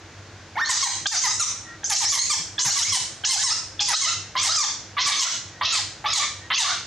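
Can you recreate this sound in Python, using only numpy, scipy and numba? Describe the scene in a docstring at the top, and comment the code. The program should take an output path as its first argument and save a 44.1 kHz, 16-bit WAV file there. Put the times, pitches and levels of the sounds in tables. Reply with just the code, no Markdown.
"""Screaming baby monkey

A baby monkey screams eleven times, close by, in a small hard-walled room.
Each scream starts with a dull yelp, then moves between thin upward climbs and hard pushes that sag in pitch.
Vocal fold harmonics and pulsed noise sound through the throat and through a mouth resonance that rises as it opens.
Echoes of decaying noise ring on over a low hum, faint noise hiss, thin whistles and a few soft bumps.
The recorder's gain control flattens the peaks, and a steep filter cuts the top treble."""
import sys
import numpy as np
from scipy import signal
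from scipy.fft import rfft, irfft, next_fast_len
from scipy.io import wavfile
from scipy.ndimage import uniform_filter1d
from numba import njit

SR = 44100
rng = np.random.default_rng(int(sys.argv[2]) if len(sys.argv) > 2 else 0)


def to_wav(s):
    """Save 16-bit WAV."""
    ch = np.atleast_2d(s).T  # columns
    pcm = np.round(np.clip(ch, -1, 1) * 32767)  # PCM
    wavfile.write(sys.argv[1], SR, pcm.astype(np.int16))


N = 302526  # length in samples

CUTOFF_HZ = 15750  # top of the voice and of the recorder


def from_db(db):
    """Turn decibels into a gain."""
    return 10 ** (np.asarray(db) / 20)


def rms_one(x):
    """Scale a sound to an average power of 1."""
    return x / np.sqrt(np.mean(x ** 2) + 1e-20)


def evened(x, size=441):
    """Hold the short-term level at 1, averaging the power over size samples."""
    power = np.abs(uniform_filter1d(x * x, size))
    return x / np.sqrt(power + 1e-12)


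def glide(x, seconds):
    """Round off the steps of a control with a moving average."""
    return uniform_filter1d(x, max(int(seconds * SR), 1), mode="nearest")


def flutter(size, rate_hz):
    """Random motion of spread 1, up to about rate_hz, from low-passed noise."""
    r = np.exp(-2 * np.pi * rate_hz / SR)
    noise = rng.standard_normal(2 * size)
    # the first half lets the filter settle
    return rms_one(signal.lfilter([1], [1, -2 * r, r * r], noise)[size:])


def butter(x, hz, kind, order=2):
    """Butterworth filter that only looks back in time."""
    return signal.sosfilt(signal.butter(order, hz, kind, fs=SR, output="sos"), x)


def at_hz(points, hz):
    """Read a curve of (Hz, value) points on a log-frequency axis."""
    f, value = np.transpose(points)
    return np.interp(np.log(np.maximum(hz, 1)), np.log(f), value)


def coloured(x, spectrum):
    """Give a sound a spectral shape."""
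    size = next_fast_len(x.shape[-1] + 512)
    gain = from_db(at_hz(spectrum, np.fft.rfftfreq(size, 1 / SR)))
    return irfft(rfft(x, size) * gain, size)[..., :x.shape[-1]]


def diffuse(size):
    """Stereo noise as if from all sides: alike in the bass, less so in the treble."""
    # likeness of the two channels: pitch_hz [Hz], correlation [0-1]
    likeness = [(100, 1), (350, 0.98), (750, 0.96), (1400, 0.9), (2800, 0.86), (5000, 0.47), (14000, 0.14)]
    alike = np.clip(at_hz(likeness, np.fft.rfftfreq(size, 1 / SR)), 0, 1)
    mid, side = rfft(rng.standard_normal((2, size)))
    shared = np.sqrt(1 + alike) * mid
    opposed = np.sqrt(1 - alike) * side * [[1], [-1]]
    return irfft(shared + opposed, size) / np.sqrt(2)


def background(room_db=-48.5, low_cut_hz=39):
    """Steady room tone of shaped noise, with a hum whose strength wavers at random."""
    # colour of the room tone: pitch_hz [Hz], relative level_db [dB per Hz]
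    room_colour = [(18, -54), (30, -15), (59, -10.5), (92, -3.5), (288, -14.5), (328, -6), (355, -13.5),
                   (629, -14.5), (698, -14.5), (1300, -16.5), (1520, -14), (2770, -20.5), (6700, -22),
                   (8690, -39.5), (15000, -60)]
    # low room hum: pitch_hz [Hz], width_hz [Hz], level_db [dB before the recorder]
    hum_tones = [(97.8, 11.1, -54)]
    t = np.arange(N) / SR
    hum = 0
    for hz, width_hz, db in hum_tones:
        tone = np.sqrt(2) * np.sin(2 * np.pi * hz * t)
        hum = hum + from_db(db) * flutter(N, width_hz / 2) * tone
    room_tone = butter(coloured(diffuse(N), room_colour), low_cut_hz, "high", order=4)
    return from_db(room_db) * rms_one(room_tone) + hum


def bumps(low_hz=105, high_hz=205, swell_s=0.012):
    """The monkey's body drops onto the padded bed: dull thuds of low noise that swell and die away."""
    # soft bumps: start_s [s], level_db [dB before the recorder]
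    bump_times = [(1.0, -47), (2.39, -47), (2.655, -34), (2.915, -49), (3.005, -47.5)]
    t = np.arange(N) / SR
    level = 0
    for start, db in bump_times:
        age = np.maximum(t - start, 0) / swell_s
        level = level + from_db(db) * age * np.exp(1 - age)
    return level * rms_one(butter(rng.standard_normal(N), [low_hz, high_hz], "band"))


def thin_tones(waver=0.016):
    """Faint whistles: sine tones of wavering pitch that swell and fade."""
    # thin tones: start_s [s], end_s [s], pitch_hz [Hz], peak level_db [dB before the recorder]
    whistles = [(1.635, 1.785, 1897, -46), (1.652, 1.79, 1370, -52), (5.516, 5.618, 1870, -55),
                (6.4, 6.492, 1880, -49)]
    t, out = np.arange(N) / SR, np.zeros(N)
    for start, end, hz, db in whistles:
        on = (t > start) & (t < end)
        phase = 2 * np.pi * np.cumsum(hz * (1 + waver * flutter(on.sum(), 83))) / SR
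        swell = np.sin(np.pi * (t[on] - start) / (end - start))
        out[on] += from_db(db) * np.sqrt(2) * swell * np.sin(phase)
    return out


def in_room(x, wet_db=-2.5, first_echo_s=0.0016, build_s=0.0008):
    """Direct sound plus dense wall echoes, drawn afresh on each call, dying at a rate set by frequency."""
    # the room's ring: pitch_hz [Hz], time to fall by 60 dB [s]
    ring = [(700, 0.28), (2000, 0.47), (6000, 0.5), (9000, 0.44), (14000, 0.27)]
    size = 2 ** 15
    t, hz = np.arange(size) / SR, np.fft.rfftfreq(size, 1 / SR)
    field = rfft(diffuse(size))
    echoes = 0
    for k, (_, t60) in enumerate(ring):
        # each band fades over into its neighbours
        band = at_hz([(f, j == k) for j, (f, _) in enumerate(ring)], hz)
        echoes = echoes + irfft(field * band, size) * np.exp(-np.log(1000) * t / t60)
    build = np.clip((t - first_echo_s) / build_s, 0, 1)
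    response = from_db(wet_db) * rms_one(echoes * build) / np.sqrt(size)
    response[:, 0] += 1  # the direct sound
    return signal.fftconvolve(x[None], response, axes=1)


# yelp, climb and push each return:
# pitch, roughness, push strength, shrill level, low level, mouth swing
def yelp(t, hz, rough, shrill_db, low_db, droop_per_s=4.65):
    """The brief opening yelp, drooping a little in pitch."""
    return hz * np.exp(-droop_per_s * t), rough, 0, shrill_db, low_db, 0


def climb(t, first_hz, last_hz, rough, shrill_db, low_db, fade_db, thinning_share=0.33):
    """The pitch glides up evenly while the mouth widens and the fade acts, less on the shrill layer."""
    u = t / t[-1]
    pitch = first_hz * (last_hz / first_hz) ** u
    return pitch, rough, 0, shrill_db - thinning_share * fade_db * u, low_db - fade_db * u, u - .5


def push(t, first_hz, last_hz, rough, push_db, crest, shrill_db, low_db,
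         sag_power=1.7, fray=0.11, crest_fullness=1.27, end_fade_db=3):
    """A burst of lung pressure: pitch and mouth sag ever faster and the voice frays as it gives out."""
    u = t / t[-1]
    sag = u ** sag_power
    # the pressure stays near the crest for a while
    pressure = np.minimum(crest_fullness * np.interp(u, [0, min(crest, 1), 1], [0, 1, 0]), 1)
    fade_db = end_fade_db * (sag - .5)
    pitch = first_hz + (last_hz - first_hz) * sag
    roughness = rough + fray * (sag - .5)
    return pitch, roughness, push_db * pressure, shrill_db - fade_db, low_db - fade_db, .5 - sag


def controls(t, start, end, yelp_row, break_s=.003, effort_glide_s=0.011):
    """Join one scream's yelp, climbs and pushes into smooth controls, each move lasting until the next."""
    # climbs, base values: start_s [s], first pitch_hz [Hz], last pitch_hz [Hz], roughness [0-1],
    # shrill level_db [relative dB], low tone level_db [relative dB], fade_db [dB]
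    climb_rows = [ (.568, 827, 1814, 0.02, -39, -26, 2), (.617, 1802, 1896, 0.03, -26.5, -15, 27),
                  (.647, 2070, 2182, 0.35, -24, -42, 24), (0.733, 1150, 1400, 0.65, -23, -34.5, 20),
                  (1.067, 1049, 1462, 0.55, -17, -30, 14), (1.086, 1906, 2303, .55, -21, -59, 16),
                  (1.165, 1187, 1600, 0.41, -20.5, -40, 12), (1.276, 1193, 1493, 0.41, -22, -33, 48),
                  (1.843, 1553, 2326, .3, -20, -46, 57), (1.948, 1231, 1592, .62, -19.5, -42, 11),
                  (2.051, 1750, 2434, .36, -17.5, -37, 20), (2.18, 2016, 2718, .24, -21, -34, 64),
                  (2.592, 1013, 1142, 0.5, -18.5, -35, 20), (2.703, 1349, 2036, 0.15, -19, -35, 20),
                  (2.813, 1208, 2009, 0.41, -21, -33.5, 12), (2.848, 1993, 2936, .24, -26, -27, 34),
                  (3.251, 760, 1108, 0.32, -18, -30.5, 16), (3.373, 1405, 2100, .35, -23.5, -31, 13),
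                  (3.503, 1160, 1378, 0.51, -20.5, -36, -6), (3.808, 690.4, 1417, .48, -18, -29, 44),
                  (3.933, 1250, 2257, 0.43, -13, -22, 29), (4.06, 1240, 1380, 0.41, -23, -27.5, 4.5),
                  (4.365, 974.5, 1383, 0.33, -20, -27, 16), (4.489, 1196, 1994, 0.4, -18.5, -22.5, 34),
                  (4.984, 941.7, 1394, 0.62, -18.5, -23, 29), (5.112, 1106, 1343, 0.54, -24.5, -29, 20),
                  (5.25, 1256, 1323, 0.69, -28.5, -27.5, 5), (5.625, 1153, 1360, 0.71, -22, -30, 21),
                  (6.058, 1175, 1364, .42, -24.5, -24.5, 17.5), (6.197, 1157, 1246, 0.54, -31, -28, 4.5),
                  (6.523, 994, 1388, 0.46, -21, -34, 8), (6.642, 1146, 1502, 0.59, -30, -24.5, 8.5)]
    # pushes, base values: start_s [s], first pitch_hz [Hz], last pitch_hz [Hz], roughness [0-1],
    # push strength [dB, each layer takes a share], crest [share of the length],
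    # shrill level_db [relative dB], low tone level_db [relative dB]
    push_rows = [ (.69, 1073, 763, 0.39, 5.5, 0.6, -21.5, -28.5),
                 (.825, 1080, 604.5, 0.35, 3, 0.32, -24, -26.5),
                 (1.112, 883, 619, 0.44, 2.5, 0.29, -20, -28),
                 (1.235, 1058, 794, 0.34, 4.5, 0.39, -27.5, -29.5),
                 (1.395, 1381, 780, 0.34, 1.5, 0.14, -19.5, -30.5),
                 (1.898, 880.6, 676.3, .34, 9, 0.48, -24.5, -31),
                 (2.005, 1010, 781, 0.47, 5, 0.55, -30, -35), (2.12, 1109, 858, 0.51, 6, 0.34, -26, -33.5),
                 (2.296, 1230, 683.5, .2, 2.5, .33, -22, -34),
                 (2.645, 975, 625.4, 0.59, 18.5, 0.77, -24.5, -35),
                 (2.755, 1091, 819.4, 0.35, 8.5, 1, -25.5, -37.5),
                 (2.92, 1103, 554.6, 0.27, 6, 0.4, -25, -35.5),
                 (3.29, 1069, 657.7, .34, 3.5, 0.28, -20.5, -33.5),
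                 (3.435, 1090, 788.5, 0.23, 1.5, 0.6, -24.5, -33.5),
                 (3.88, 1051, 675, 0.29, 13.5, 0.65, -33.5, -37),
                 (4.015, 1072, 933, .22, 3.5, 0.91, -24, -32),
                 (4.425, 1112, 653.6, 0.54, 12, 0.72, -28, -36),
                 (4.57, 1331, 716.6, .32, 1.5, 0.54, -21, -29),
                 (5.06, 1137, 778, .38, 15.5, 0.58, -24.5, -33.5),
                 (5.195, 1088, 876.5, 0.45, 5, 0.87, -21, -30),
                 (5.72, 1360, 608.5, 0.24, 13.5, 0.39, -30, -39),
                 (6.13, 1132, 669, 0.34, 11, 0.65, -24.5, -37.5),
                 (6.58, 1036, 690, 0.28, 15.5, 0.55, -23.5, -33)]
    moves = []
    for move, table in ((climb, climb_rows), (push, push_rows)):
        moves += [(s, move, row) for s, *row in table if start < s < end]
    moves = [(start, yelp, yelp_row)] + sorted(moves, key=lambda m: m[0])
    pieces = np.split(t, np.searchsorted(t, [m[0] for m in moves[1:]]))
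    joined = []
    for part, (_, move, row) in zip(pieces, moves):
        joined.append(np.broadcast_arrays(*move(part - part[0], *row)))
    pitch, *effort = np.hstack(joined)
    # the pitch breaks faster than the effort can change
    return [glide(pitch, break_s)] + [glide(c, effort_glide_s) for c in effort]


def folds(pitch, rough, push_db, jitter=0.14, quaver=0.02, crack=.08, cracks_per_s=60, flicker_db=5,
          steady_below=0.2, rasp=1.3, rasp_per_db=0.11, shimmer=0.47, doubling=0.84):
    """Vocal fold harmonics: roughness shakes period and strength, and with pressure adds pulsed turbulence."""
    size, chaos = len(pitch), rough ** 2
    # the pitch cracks to a new value at random moments
    crack_count = np.cumsum(rng.random(size) < cracks_per_s / SR)
    jumps = rng.standard_normal(size)[crack_count]
    shake = quaver * flutter(size, 77.2) + rough * crack * jumps + chaos * jitter * flutter(size, 414)
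    hz = pitch * (1 + shake)
    phase = 2 * np.pi * np.cumsum(hz) / SR
    # each overtone flickers on its own; the lowest harmonic does not
    unsteady_db = flicker_db * np.minimum(rough / steady_below, 1)
    tone = 0
    for k in range(1, 22):
        below_cutoff = np.clip((CUTOFF_HZ - k * hz) / hz, 0, 1)
        flicker = from_db((k > 1) * unsteady_db * flutter(size, 22.2))
        tone = tone + np.sin(k * phase) * below_cutoff * flicker
    # strained folds alternate strong and weak cycles
    alternation = doubling * flutter(size, 48) * np.cos(phase / 2)
    tone = evened(tone) * (1 + rough * (shimmer * flutter(size, 360) + alternation))
    # noise that pulses once per cycle
    turbulence = butter(rng.standard_normal(size), 2620, "high") * (1 + np.cos(phase))
    return tone + (rasp * chaos + rasp_per_db * push_db) * turbulence


@njit
def moving_filter(x, hz, damping):
    """Two-pole resonance with a moving centre; returns its low-pass and band-pass outputs."""
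    low, band, a, b = np.zeros(len(x)), np.zeros(len(x)), 0., 0.
    for i in range(len(x)):
        g = np.tan(np.pi * hz[i] / SR)
        band[i] = (a + g * (x[i] - b)) / (1 + g * (g + damping))
        low[i] = b + g * band[i]
        a, b = 2 * band[i] - a, 2 * low[i] - b
    return low, damping * band


def mouth(x, centre_hz, push_db, opening, sharpness=2.8, bypass=0.17, yelp_edge_hz=3600,
          edge_ratio=1.575, edge_hz_per_db=140, leak_db=-29, leak_per_db=12.5, gape_hz=6000,
          leak_hz_per_db=350):
    """A resonance under a steep edge; pushing raises the edge, and with a wide mouth lets more treble through."""
    open_edge_hz = np.maximum(edge_ratio * centre_hz, gape_hz) + edge_hz_per_db * push_db
    edge_hz = np.clip(yelp_edge_hz + opening * (open_edge_hz - yelp_edge_hz), 1000, CUTOFF_HZ)
    resonance = moving_filter(x, np.minimum(centre_hz, edge_hz), 1 / sharpness)[1]
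    x = resonance + bypass * x
    muffled = x
    # four two-pole stages make one steep Butterworth edge
    for angle in np.pi * np.array([1, 3, 5, 7]) / 16:
        muffled = moving_filter(muffled, edge_hz, 2 * np.cos(angle))[0]
    pushed_leak_db = np.minimum(leak_db + leak_per_db * push_db, -3)
    leak = opening * from_db(pushed_leak_db + (centre_hz - gape_hz) / leak_hz_per_db)
    return evened(muffled + leak * x)


def mouth_resonance(t, start, end, open_hz, open_s, swing, push_db, shut_hz=2780, swing_share=0.3,
                    closing_share=0.22, closing_s=0.05, hz_per_push_db=42):
    """The resonance rises as the mouth opens, swings with each move, drops at the end and rises with pressure."""
    opening_hz = open_hz + (shut_hz - open_hz) * np.exp((start - t) / open_s)
    closing = 1 - closing_share * np.exp((t - end) / closing_s)
    return opening_hz * (1 + swing_share * swing) * closing + hz_per_push_db * push_db


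def scream(start, end, yelp_row, open_hz, open_s, push_shrill=0.63, push_low=0.49, shrill_db=-1.5,
           low_db=0.0, attack_s=0.0026, release_s=.02, throb_db=3.5, lips_delay_s=0.0093, lips_share=0.34):
    """One scream: the folds sound through the throat and through the opening mouth."""
    # colour of the shrill overtones: pitch_hz [Hz], relative level_db [dB]
    overtone_colour = [(1300, -95), (2100, -19.5), (2650, -5.5), (3300, -4.5), (4700, -5), (6500, 2),
                       (7600, -3), (9000, -11), (11000, -15.5), (15000, -31.5)]
    # colour of the throat, with its low resonances: pitch_hz [Hz], relative level_db [dB]
    throat_colour = [(430, -47), (620, 0), (820, 0.5), (1200, 3.5), (1480, -5.5), (1950, 0), (2300, -4),
                     (2900, -38.5), (4000, -54), (12000, -45.5)]
    t = np.arange(int(start * SR), int(end * SR)) / SR
    pitch, rough, push_db, overtones_db, tone_db, swing = controls(t, start, end, yelp_row)
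    mouth_hz = mouth_resonance(t, start, end, open_hz, open_s, swing, push_db)
    source = folds(pitch, np.clip(rough, 0, 1), push_db)
    # the lips part only after a moment, so each scream starts as a dull yelp
    opening = np.clip((t - start - lips_delay_s) / (lips_share * open_s), 0, 1)
    shrill = mouth(coloured(source, overtone_colour), mouth_hz, push_db, opening)
    shrill = shrill * from_db(overtones_db + shrill_db + push_shrill * push_db)
    low = evened(coloured(source, throat_colour)) * from_db(tone_db + low_db + push_low * push_db)
    # the lung pressure throbs in the shrill layer; both layers die away at the end
    shrill = shrill * from_db(throb_db * flutter(len(t), 42.0))
    gate = np.clip(np.minimum((t - start) / attack_s, (end - t) / release_s), 0, 1)
    return (low + shrill) * np.sin(np.pi / 2 * gate) ** 2


def scene(voice_db=-0.5):
    """The monkey, a little to the right, in its room."""
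    # screams and their yelps, base values: start_s [s], end_s [s], yelp pitch_hz [Hz],
    # yelp roughness [0-1, clipped], yelp shrill level_db [relative dB],
    # yelp low tone level_db [relative dB], open mouth resonance_hz [Hz], opening time_s [s]
    scream_rows = [ (0.554, 0.891, 765, 0.13, -64, -37, 5200, 0.097),
                   (1.056, 1.45, 1614, .35, -27.5, -25, 6060, 0.015),
                   (1.832, 2.359, 1699, 0.57, -43, -38, 5830, 0.004),
                   (2.58, 2.99, 1729, 0.28, -22, -32, 5650, 0.0093),
                   (3.236, 3.544, 1544, 0.25, -31, -34.5, 5600, 0.014),
                   (3.792, 4.111, 1709, 0.5, -24, -41, 5340, 0.014),
                   (4.352, 4.658, 1151, 0.73, -43, -26.5, 5250, 0.049),
                   (4.967, 5.296, 1147, 0.64, -35, -27.5, 4580, .09),
                   (5.61, 5.813, 1196, 0.89, -29.5, -22, 4200, 0.066),
                   (6.041, 6.264, 962, 0.75, -46, -28.5, 4650, 0.098),
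                   (6.502, 6.739, 978.5, 1.02, -29.5, -23, 4400, 0.14)]
    voice = np.zeros((2, N))
    for start, end, *yelp_row, open_hz, open_s in scream_rows:
        at = int(start * SR)
        sound = in_room(scream(start, end, yelp_row, open_hz, open_s))[:, :N - at]
        voice[:, at:at + sound.shape[1]] += sound
    place = from_db([[-.9], [0]])  # left, right
    return from_db(voice_db) * place * voice + thin_tones() + bumps() + background()


def gain_control(x, threshold_db=-23.5, squeeze=1.0, recovery_db_per_s=120, size=110):
    """The gain drops quickly on loud sound and creeps back."""
    power = np.abs(uniform_filter1d(np.mean(x ** 2, axis=0), size))
    over = np.maximum(10 * np.log10(power + 1e-12) - threshold_db, 0)
    # hold each peak, letting it fall at the recovery rate
    ramp = recovery_db_per_s * np.arange(N) / SR
    held_db = np.maximum.accumulate(over + ramp) - ramp
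    return x * from_db(-np.clip(squeeze, 0, 1) * uniform_filter1d(held_db, size))


def record(dry, makeup_db=3.5):
    """The recorder: gain control, a fixed boost, then a steep top cut."""
    top_cut = signal.ellip(10, .1, 90, CUTOFF_HZ, fs=SR, output="sos")
    return signal.sosfilt(top_cut, from_db(makeup_db) * gain_control(dry))


dry = scene()
out = record(dry)
to_wav(out)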